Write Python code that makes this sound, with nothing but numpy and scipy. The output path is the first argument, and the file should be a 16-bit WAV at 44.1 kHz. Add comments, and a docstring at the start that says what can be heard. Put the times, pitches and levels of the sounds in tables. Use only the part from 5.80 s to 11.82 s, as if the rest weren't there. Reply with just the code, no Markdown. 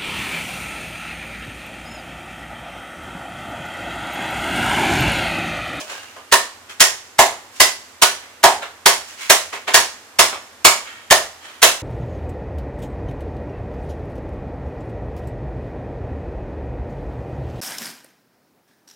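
"""A heavy cleaver chops bone-in goose on a thick wooden block, thirteen strokes in a small hard-walled stall.
Each stroke is shaped noise for the crunch, bone snap and blow, with damped sines for wood and steel.
Around the strokes, swelling wet noise makes pieces set down and slid, and faint sines make the steel clink.
A soft bed of air noise drifts behind. The blows overload a close stereo microphone and clip."""
import sys
import numpy as np
from scipy import signal
from scipy.fft import rfft, irfft, next_fast_len
from scipy.io import wavfile
from scipy.ndimage import map_coordinates

SR = 44100
rng = np.random.default_rng(int(sys.argv[2]) if len(sys.argv) > 2 else 0)


def unload_audio(sound):
    """Save the sound as a 16-bit wav file, at the path given as the first command line argument."""
    columns = np.transpose(np.atleast_2d(sound))
    # keep every value between -1 and 1, then stretch to whole-number steps
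    steps = np.round(np.clip(columns, -1, 1) * 32767)
    wavfile.write(sys.argv[1], SR, steps.astype(np.int16))


N = 265482
SPAN = 3 * SR // 4  # samples in one event
LEAD = SR // 20  # samples kept ahead of each contact
T = (np.arange(SPAN) - LEAD) / SR  # time since contact, s
AFTER = np.maximum(T, 0)


def amp(db):
    """Decibels to gain."""
    return 10 ** (np.asarray(db) / 20)


def unit(x):
    """Scale to rms 1."""
    return x / np.sqrt(np.mean(x ** 2) + 1e-20)


def along(points, hz):
    """Read a curve of (Hz, value) points on a log-frequency axis."""
    f, v = np.transpose(points)
    return np.interp(np.log(hz + 1), np.log(f + 1), v)


def hump(f, hz, db, octaves):
    """A bell of db around hz on a log-frequency axis."""
    return db * np.exp(-(np.log2(f / hz) / octaves) ** 2)


def peaked(points, hz, db, octaves):
    """A spectrum with a resonant hump of db added around hz."""
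    grid = np.geomspace(points[0][0], points[-1][0], 120)
    return np.transpose([grid, along(points, grid) + hump(grid, hz, db, octaves)])


def splintered(points, depth_db):
    """Roughen a spectrum at random: every piece has its own uneven set of resonances."""
    grid = np.geomspace(points[0][0], points[-1][0], 70)
    return np.transpose([grid, along(points, grid) + depth_db * rng.standard_normal(len(grid))])


def filtered(x, response):
    """Filter x by a response given as a function of frequency."""
    n = x.shape[-1]
    padded = next_fast_len(n + 4096)
    return irfft(rfft(x, padded) * response(np.fft.rfftfreq(padded, 1 / SR)), padded)[..., :n]


def add(track, s, sound):
    """Mix a sound in with its contact at time s."""
    start = round(s * SR) - LEAD
    part = sound[:, max(-start, 0):N - start]
    track[:, max(start, 0):][:, :part.shape[1]] += part


def fade(t60):
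    """Die away by 60 dB in t60 seconds after the contact."""
    return np.exp(-np.log(1000) * AFTER / t60)


def grains(rate, depth_db):
    """A crackling gain of rms 1, gliding in dB between random levels set `rate` times a second."""
    knots = rng.standard_normal(SPAN)
    level = np.interp(np.arange(SPAN) * rate / SR, np.arange(SPAN), knots)
    return unit(amp(depth_db * level))


def rush(layers, alike, size=SPAN):
    """Stereo noise made of (spectrum, rms dB) layers; mid and side share it to set left-right likeness."""
    hz = np.fft.rfftfreq(size, 1 / SR)
    power = 0
    for shape, db in layers:
        top_hz = shape[-1][0]
        response = amp(along(shape, hz)) / (1 + (hz / top_hz / 2) ** 2)
        power = power + (amp(db) * unit(response)) ** 2
    turn = np.arccos(np.clip(along(alike, hz), -1, 1)) / 2
    noise = rfft(rng.standard_normal((2, size)))
    mid, side = irfft(noise * np.sqrt(power) * [np.cos(turn), np.sin(turn)], size)
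    return np.array([mid + side, mid - side])


# Stereo width of the stall. Each row: frequency in Hz, left-right likeness (1 is identical).
STEREO_LIKENESS = [(60, 0.97), (300, 0.99), (700, 0.77), (1300, 0.41), (2500, 0.033), (8000, 0.017)]


def ring(modes, scatter_db):
    """Damped (Hz, dB, t60) modes at scattered strengths; the less alike the sides, the more phases differ."""
    hz, db, t60 = np.transpose(modes)
    start, skew, strength = rng.standard_normal((len(hz), 3)).T
    spread = skew * np.sqrt(2 * abs(1 - along(STEREO_LIKENESS, hz)))
    phase = np.pi * start + np.array([[.5], [-.5]]) * spread
    gain = amp(db + strength * scatter_db)
    t = AFTER.astype(np.float32)
    angle = np.outer(np.float32(2 * np.pi * hz), t)
    decay = np.exp(np.outer(np.float32(-np.log(1000) / t60), t))
    out = (gain * np.cos(phase)) @ (np.sin(angle) * decay)
    out += (gain * np.sin(phase)) @ (np.cos(angle) * decay)
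    return out * (T > 0) / np.sqrt(np.sum(gain ** 2) / 2)


# Wall echo decay. Each row: frequency in Hz, time to fall 60 dB in seconds.
STALL_DECAY = [(60, 0.69), (200, 0.29), (600, 0.35), (2000, 0.31), (6000, 0.33), (10000, .3), (15000, 0.24)]


def reverberate(noise):
    """Dense wall echoes: each frequency dies at its own speed."""
    hz, t, z = signal.stft(noise, SR, nperseg=256)
    age = np.maximum(t - LEAD / SR, 0)
    dying = np.exp(-np.log(1000) * age / along(STALL_DECAY, hz)[:, None])
    return signal.istft(z * dying, SR, nperseg=256)[1][:, :SPAN]


# Spectrum of the air around the stall. Each row: frequency in Hz, relative density in dB per Hz.
AIR_SPECTRUM = [(15, -74), (40, -37), (62, -27), (80, 1), (115, -7.5), (166, -22), (217, -4), (335, -4.5),
                (591, -4), (1520, -3.5), (4030, -11), (7310, -12.5), (14800, -20.5), (16000, -42)]
AIR_DB, AIR_DRIFT_DB, AIR_DRIFT_RATE = -47, -0.35, 1.1  # level, depth of its drift, drifts a second


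def background():
    """The soft noise of air around the stall, its level drifting slowly on a random curve."""
    air = rush([(AIR_SPECTRUM, 0)], STEREO_LIKENESS, size=N)
    place = np.arange(N) * AIR_DRIFT_RATE / SR
    drift = map_coordinates(rng.standard_normal(int(place[-1]) + 4), [place])
    return amp(AIR_DB + AIR_DRIFT_DB * drift) * air


# Light clinks of the lifted steel. Each row: start in seconds, pitch in Hz, level in dB,
# time to fall 60 dB in seconds.
STEEL_CLINKS = [(0.0, 619, -41, .5), (0.05, 1612, -46, .65), (0.18, 2824, -43, .8),
                (0.385, 1204, -44.5, .42)]


def clinks():
    """Thin rings of the blade as it is lifted, single damped sines that speak softly and waver."""
    track = np.zeros((2, N))
    for s, hz, db, t60 in STEEL_CLINKS:
        tone = ring([(hz, 0, t60)], scatter_db=0)
        add(track, s, amp(db) * tone * (1 - fade(0.022)) * grains(rate=25, depth_db=-3.0))
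    return track


# Spectra of the rub, the wood knock, the edge crack and the wet fizz; strokes reuse the last three.
# Each row: frequency in Hz, relative density in dB per Hz.
RUB_SPECTRUM = [(300, -31), (800, -11), (1300, -2), (2200, 0.5), (3200, -2), (4500, -11.5), (7000, -41)]
KNOCK_SPECTRUM = [(60, -29), (170, -24.5), (230, -15), (320, -12.5), (420, -8), (680, -3.5), (1080, -2.5),
                  (1400, -8), (2500, -40)]
CRACK_SPECTRUM = [(1200, -85), (2800, 0), (4000, -1), (5500, 1), (7200, 1), (8500, -6), (12000, -16.5)]
FIZZ_SPECTRUM = [(5000, -40), (8000, -4.5), (9800, 0), (11500, -7.5), (15500, -8.5)]
# Wood modes of the block and its corner of the stall. Each row: pitch in Hz, relative level in dB.
BLOCK_MODES = [(376, -6), (399, -3.5), (501, -10.5), (560, -4.5), (628, 2), (667, 0.5), (699, 1), (741, -2),
               (790, -23), (838, -42), (898, -9.5), (945, 1.5), (1043, 2), (1095, -2), (1160, -6.5),
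               (1228, -4), (1275, -15), (1334, -24), (1401, -19.5), (1539, -26), (1592, -23.5), (1708, 0.5)]
WET_FIZZ_DB = -8.5  # fizz relative to the wet treble


def nudge(db, wood_db, wet_db, scrape_hz, rise_s, t60):
    """A wet rub that swells and dies away, with a soft knock of the block's modes."""
    scrape = splintered(peaked(RUB_SPECTRUM, scrape_hz, db=2.0, octaves=0.35), depth_db=3.0)
    layers = [(scrape, 0), (KNOCK_SPECTRUM, wood_db - 3),
              (CRACK_SPECTRUM, wet_db), (FIZZ_SPECTRUM, wet_db + WET_FIZZ_DB)]
    swell = np.exp(np.minimum(T, 0) * 2 / max(rise_s, .001))
    rub = rush(layers, STEREO_LIKENESS) * swell * fade(t60) * grains(rate=360, depth_db=1.5)
    modes = [(hz, level, .22) for hz, level in BLOCK_MODES]
    knock = amp(wood_db - 2.0) * ring(modes, scatter_db=9) * (1 - fade(0.017))
    return amp(db) * (rub + knock)


# Meat and blade slid over the block. 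Each row: start in seconds, level in dB,
# then against the rub and before nudge's trims: wood in dB, wet treble in dB.
SLIDE_EVENTS = [(0.106, -32.5, -3.5, -4), (1.766, -45, -19, 3.5), (2.43, -44.5, -9, -34),
                (3.291, -42, -22, 1), (3.42, -31, -27, -2.5), (5.075, -35, -22, -16),
                (5.654, -38, -8.5, -8)]


def slides():
    """Slow slides: the rub swells gradually and dies slowly."""
    track = np.zeros((2, N))
    for s, *touch in SLIDE_EVENTS:
        add(track, s, nudge(*touch, scrape_hz=1730, rise_s=0.054, t60=.85))
    return track


# Pieces set down on the block. Each row: start in seconds, level in dB,
# then against the rub and before nudge's trims: wood in dB, wet treble in dB.
TAP_EVENTS = [(0.002, -36, 0, 3), (0.365, -42.5, 4.5, -6), (0.897, -36, -12, -4), (2.825, -28, -3.5, -11),
              (3.732, -26.5, -1.5, -7), (3.88, -19, -3.5, -9), (4.53, -29, 0.5, -24)]


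def taps():
    """Quick set-downs: the rub rises fast and dies soon."""
    track = np.zeros((2, N))
    for s, *touch in TAP_EVENTS:
        add(track, s, nudge(*touch, scrape_hz=1450, rise_s=0.0074, t60=.33))
    return track


# Steel modes of the blade. Each row: pitch in Hz, relative level in dB, time to fall 60 dB in seconds.
BLADE_MODES = [(1910, -12.5, 0.34), (2623, -10, 0.15), (2935, -7, .2), (3830, -5, 0.15), (4940, -24, 0.19),
               (5300, -14, 0.18)]


def blade_ring(ring_db, snap_hz):
    """Blade and bone, wedged together, ring on at the pitch of the snap as a beating pair."""
    wedged = [(snap_hz, 3, .3), (snap_hz + 27, 0, .28)]
    return amp(ring_db - 4.5) * ring(BLADE_MODES + wedged, scatter_db=0.5)


def plate_clank(crack_db, crack_hz):
    """The wedged plate's crowded upper modes, which shift with every bite of the edge."""
    pitches = np.exp(rng.uniform(np.log(1500), np.log(11000), size=26))
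    plate = [(hz, hump(hz, crack_hz, db=5.5, octaves=0.62), .26) for hz in pitches]
    return amp(crack_db - 7.5) * ring(plate, scatter_db=10.0)


def wood_ring(knock_db, knock_hz, hollow_db):
    """The block's modes; where and how squarely the edge lands decides which answer."""
    modes = [(hz, level + hump(hz, knock_hz, hollow_db, HOLLOW_OCTAVES), .24) for hz, level in BLOCK_MODES]
    return amp(knock_db - 1.5) * ring(modes, scatter_db=1) * (1 - fade(0.018))


def crunch_through(bright, near, cut_s):
    """Tissue gives way in tiny jerks: it swells as the edge sinks in and stops soon after the wood."""
    sinking = np.clip(1 + T / max(cut_s, .001), 0, 1) ** 0.72 * fade(0.025)
    return amp(-7.5) * rush(bright, near) * sinking * grains(rate=1900, depth_db=5.0)


# Spectra of the low thud and the bone snap. Each row: frequency in Hz, relative density in dB per Hz.
THUD_SPECTRUM = [(15, -2), (40, -20), (75, 6), (140, -17), (300, -0.5), (700, -11)]
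SNAP_SPECTRUM = [(300, -34.5), (900, -8.5), (1350, -2.5), (1900, 1.5), (2600, -2), (3500, -4), (6000, -10)]
# a typical stroke, relative to its strength and before the trims of each layer (dB)
KNOCK_DB, SNAP_DB, CRACK_DB, FIZZ_DB, TAIL_DB = -12.5, -12.5, -13, -18, -25.5
HOLLOW_DB, HOLLOW_OCTAVES = 4, 0.31  # typical height and width of the hump at the knock pitch
# a squarer blow knocks louder, and with that is hollower and duller (dB per dB of knock)
HOLLOW_GROWS, TREBLE_FALLS = .8, 0.41


def chop(db, knock_db, thud_db, ring_db, cut_s, knock_hz, snap_hz, crack_hz):
    """One stroke: crunch through the meat, blow on the block, ringing wood and steel, wall echoes."""
    square_db = knock_db - KNOCK_DB
    hollow_db = HOLLOW_DB + HOLLOW_GROWS * square_db
    crack_db = CRACK_DB - TREBLE_FALLS * square_db
    fizz_db = FIZZ_DB - TREBLE_FALLS * square_db
    snap = splintered(peaked(SNAP_SPECTRUM, snap_hz, db=3.5, octaves=0.1), depth_db=1.5)
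    crack = splintered(peaked(CRACK_SPECTRUM, crack_hz, db=6, octaves=0.049), depth_db=1.9)
    knock = peaked(KNOCK_SPECTRUM, knock_hz, hollow_db, HOLLOW_OCTAVES)
    bright = [(snap, SNAP_DB), (crack, crack_db), (FIZZ_SPECTRUM, fizz_db)]
    whole = bright + [(knock, knock_db - 7)]
    near = [(500, 0.96), (8000, 1.0)]  # (Hz, left-right likeness): close sound is almost mono

    crunch = crunch_through(bright, near, cut_s)
    # the blow, thickened by the block top and the nearest wall
    blow = amp(3) * rush(whole, near) * fade(0.11) * grains(rate=248, depth_db=5.0)
    echoes = reverberate(rush(whole, STEREO_LIKENESS)) * (1 - fade(0.0095)) * grains(rate=320, depth_db=0.67)
    lingering = [(snap, SNAP_DB), (crack, crack_db + 1), (KNOCK_SPECTRUM, knock_db - 4.0)]
    tail = amp(TAIL_DB) * rush(lingering, STEREO_LIKENESS) * fade(0.9)
    thud = rush([(THUD_SPECTRUM, thud_db)], STEREO_LIKENESS) * fade(0.29)
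    wood = wood_ring(knock_db, knock_hz, hollow_db)
    steel = blade_ring(ring_db, snap_hz) + plate_clank(crack_db, crack_hz)
    return amp(db) * (crunch + (blow + echoes + tail + thud) * (T > 0) + wood + steel)


# The strokes. Each row: start in seconds, strength in dB, then relative to it and before layer trims:
# wood knock in dB, thud in dB, blade ring in dB; then time in the meat in seconds,
# knock pitch in Hz, snap pitch in Hz, crack pitch in Hz.
STROKES = [(0.5236, 2.5, -10.5, -47, -14, 0.0094, 1100, 1800, 4020),
           (1.0046, 3.8, -17.5, -45, -23, 0.0074, 1000, 1900, 5550),
           (1.390, 4.05, -6.5, -38, -42, 0.007, 810, 2080, 7260),
           (1.802, 4.05, -15, -38.5, -10.5, 0.0034, 810, 2000, 4650),
           (2.2203, 2.7, -13.5, -64, -15, 0.0048, 1120, 1480, 4060),
           (2.6381, 3.45, -5, -50, -38, 0.0094, 813, 1660, 3940),
           (3.0595, 4.2, -12, -37.5, -39, 0.0034, 960, 2050, 4600),
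           (3.499, 4.5, -13.5, -47, -36, 0.0042, 656, 1830, 5300),
           (3.943, 5, -13.5, -37, -22, 0.008, 930, 1680, 4560),
           (4.391, 4, -12.5, -36.5, -23, 0.006, 1100, 2100, 5270),
           (4.8495, 6.5, -12, -51, -21, .005, 1160, 2250, 6970),
           (5.309, 4.2, -10, -33, -14.5, 0.0082, 640, 1800, 3050),
           (5.828, 5.5, -13, -35.5, -22, 0.011, 560, 2700, 3950)]


def chopping():
    """The run of strokes, each landing with its own weight, squareness and pitches."""
    track = np.zeros((2, N))
    for s, *stroke in STROKES:
        add(track, s, chop(*stroke))
    return track


# Left against right. Each row: frequency in Hz, left minus right level in dB.
LEFT_LEVEL = [(100, 0), (400, -0.5), (1300, -2.5), (4000, -1.4), (8000, -4.5), (13000, 0.5)]
# Each row: frequency in Hz, phase by which left leads in radians.
LEFT_LEAD = [(100, 0.23), (500, 0.26), (950, 0.2), (1700, 0.69), (2800, 1.46), (3500, 0.95), (5800, 1.06),
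             (9000, 1.26), (15000, 1.7)]


def scene():
    """The block stands slightly off the axis of the microphone, so the sides differ in level and phase."""
    mix = background() + clinks() + slides() + taps() + chopping()
    sides = np.array([[.5], [-.5]])

    def off_axis(hz):
        return amp(sides * along(LEFT_LEVEL, hz)) * np.exp(1j * sides * along(LEFT_LEAD, hz))

    return filtered(mix, off_axis)


TOP_HZ = 16000  # band limit


def record(dry):
    """The blows clip at full scale, then a very steep low-pass cuts the top."""
    return filtered(np.clip(dry, -1, 1), lambda hz: 1 / np.sqrt(1 + (hz / TOP_HZ) ** 120))


dry = scene()
out = record(dry)
unload_audio(out)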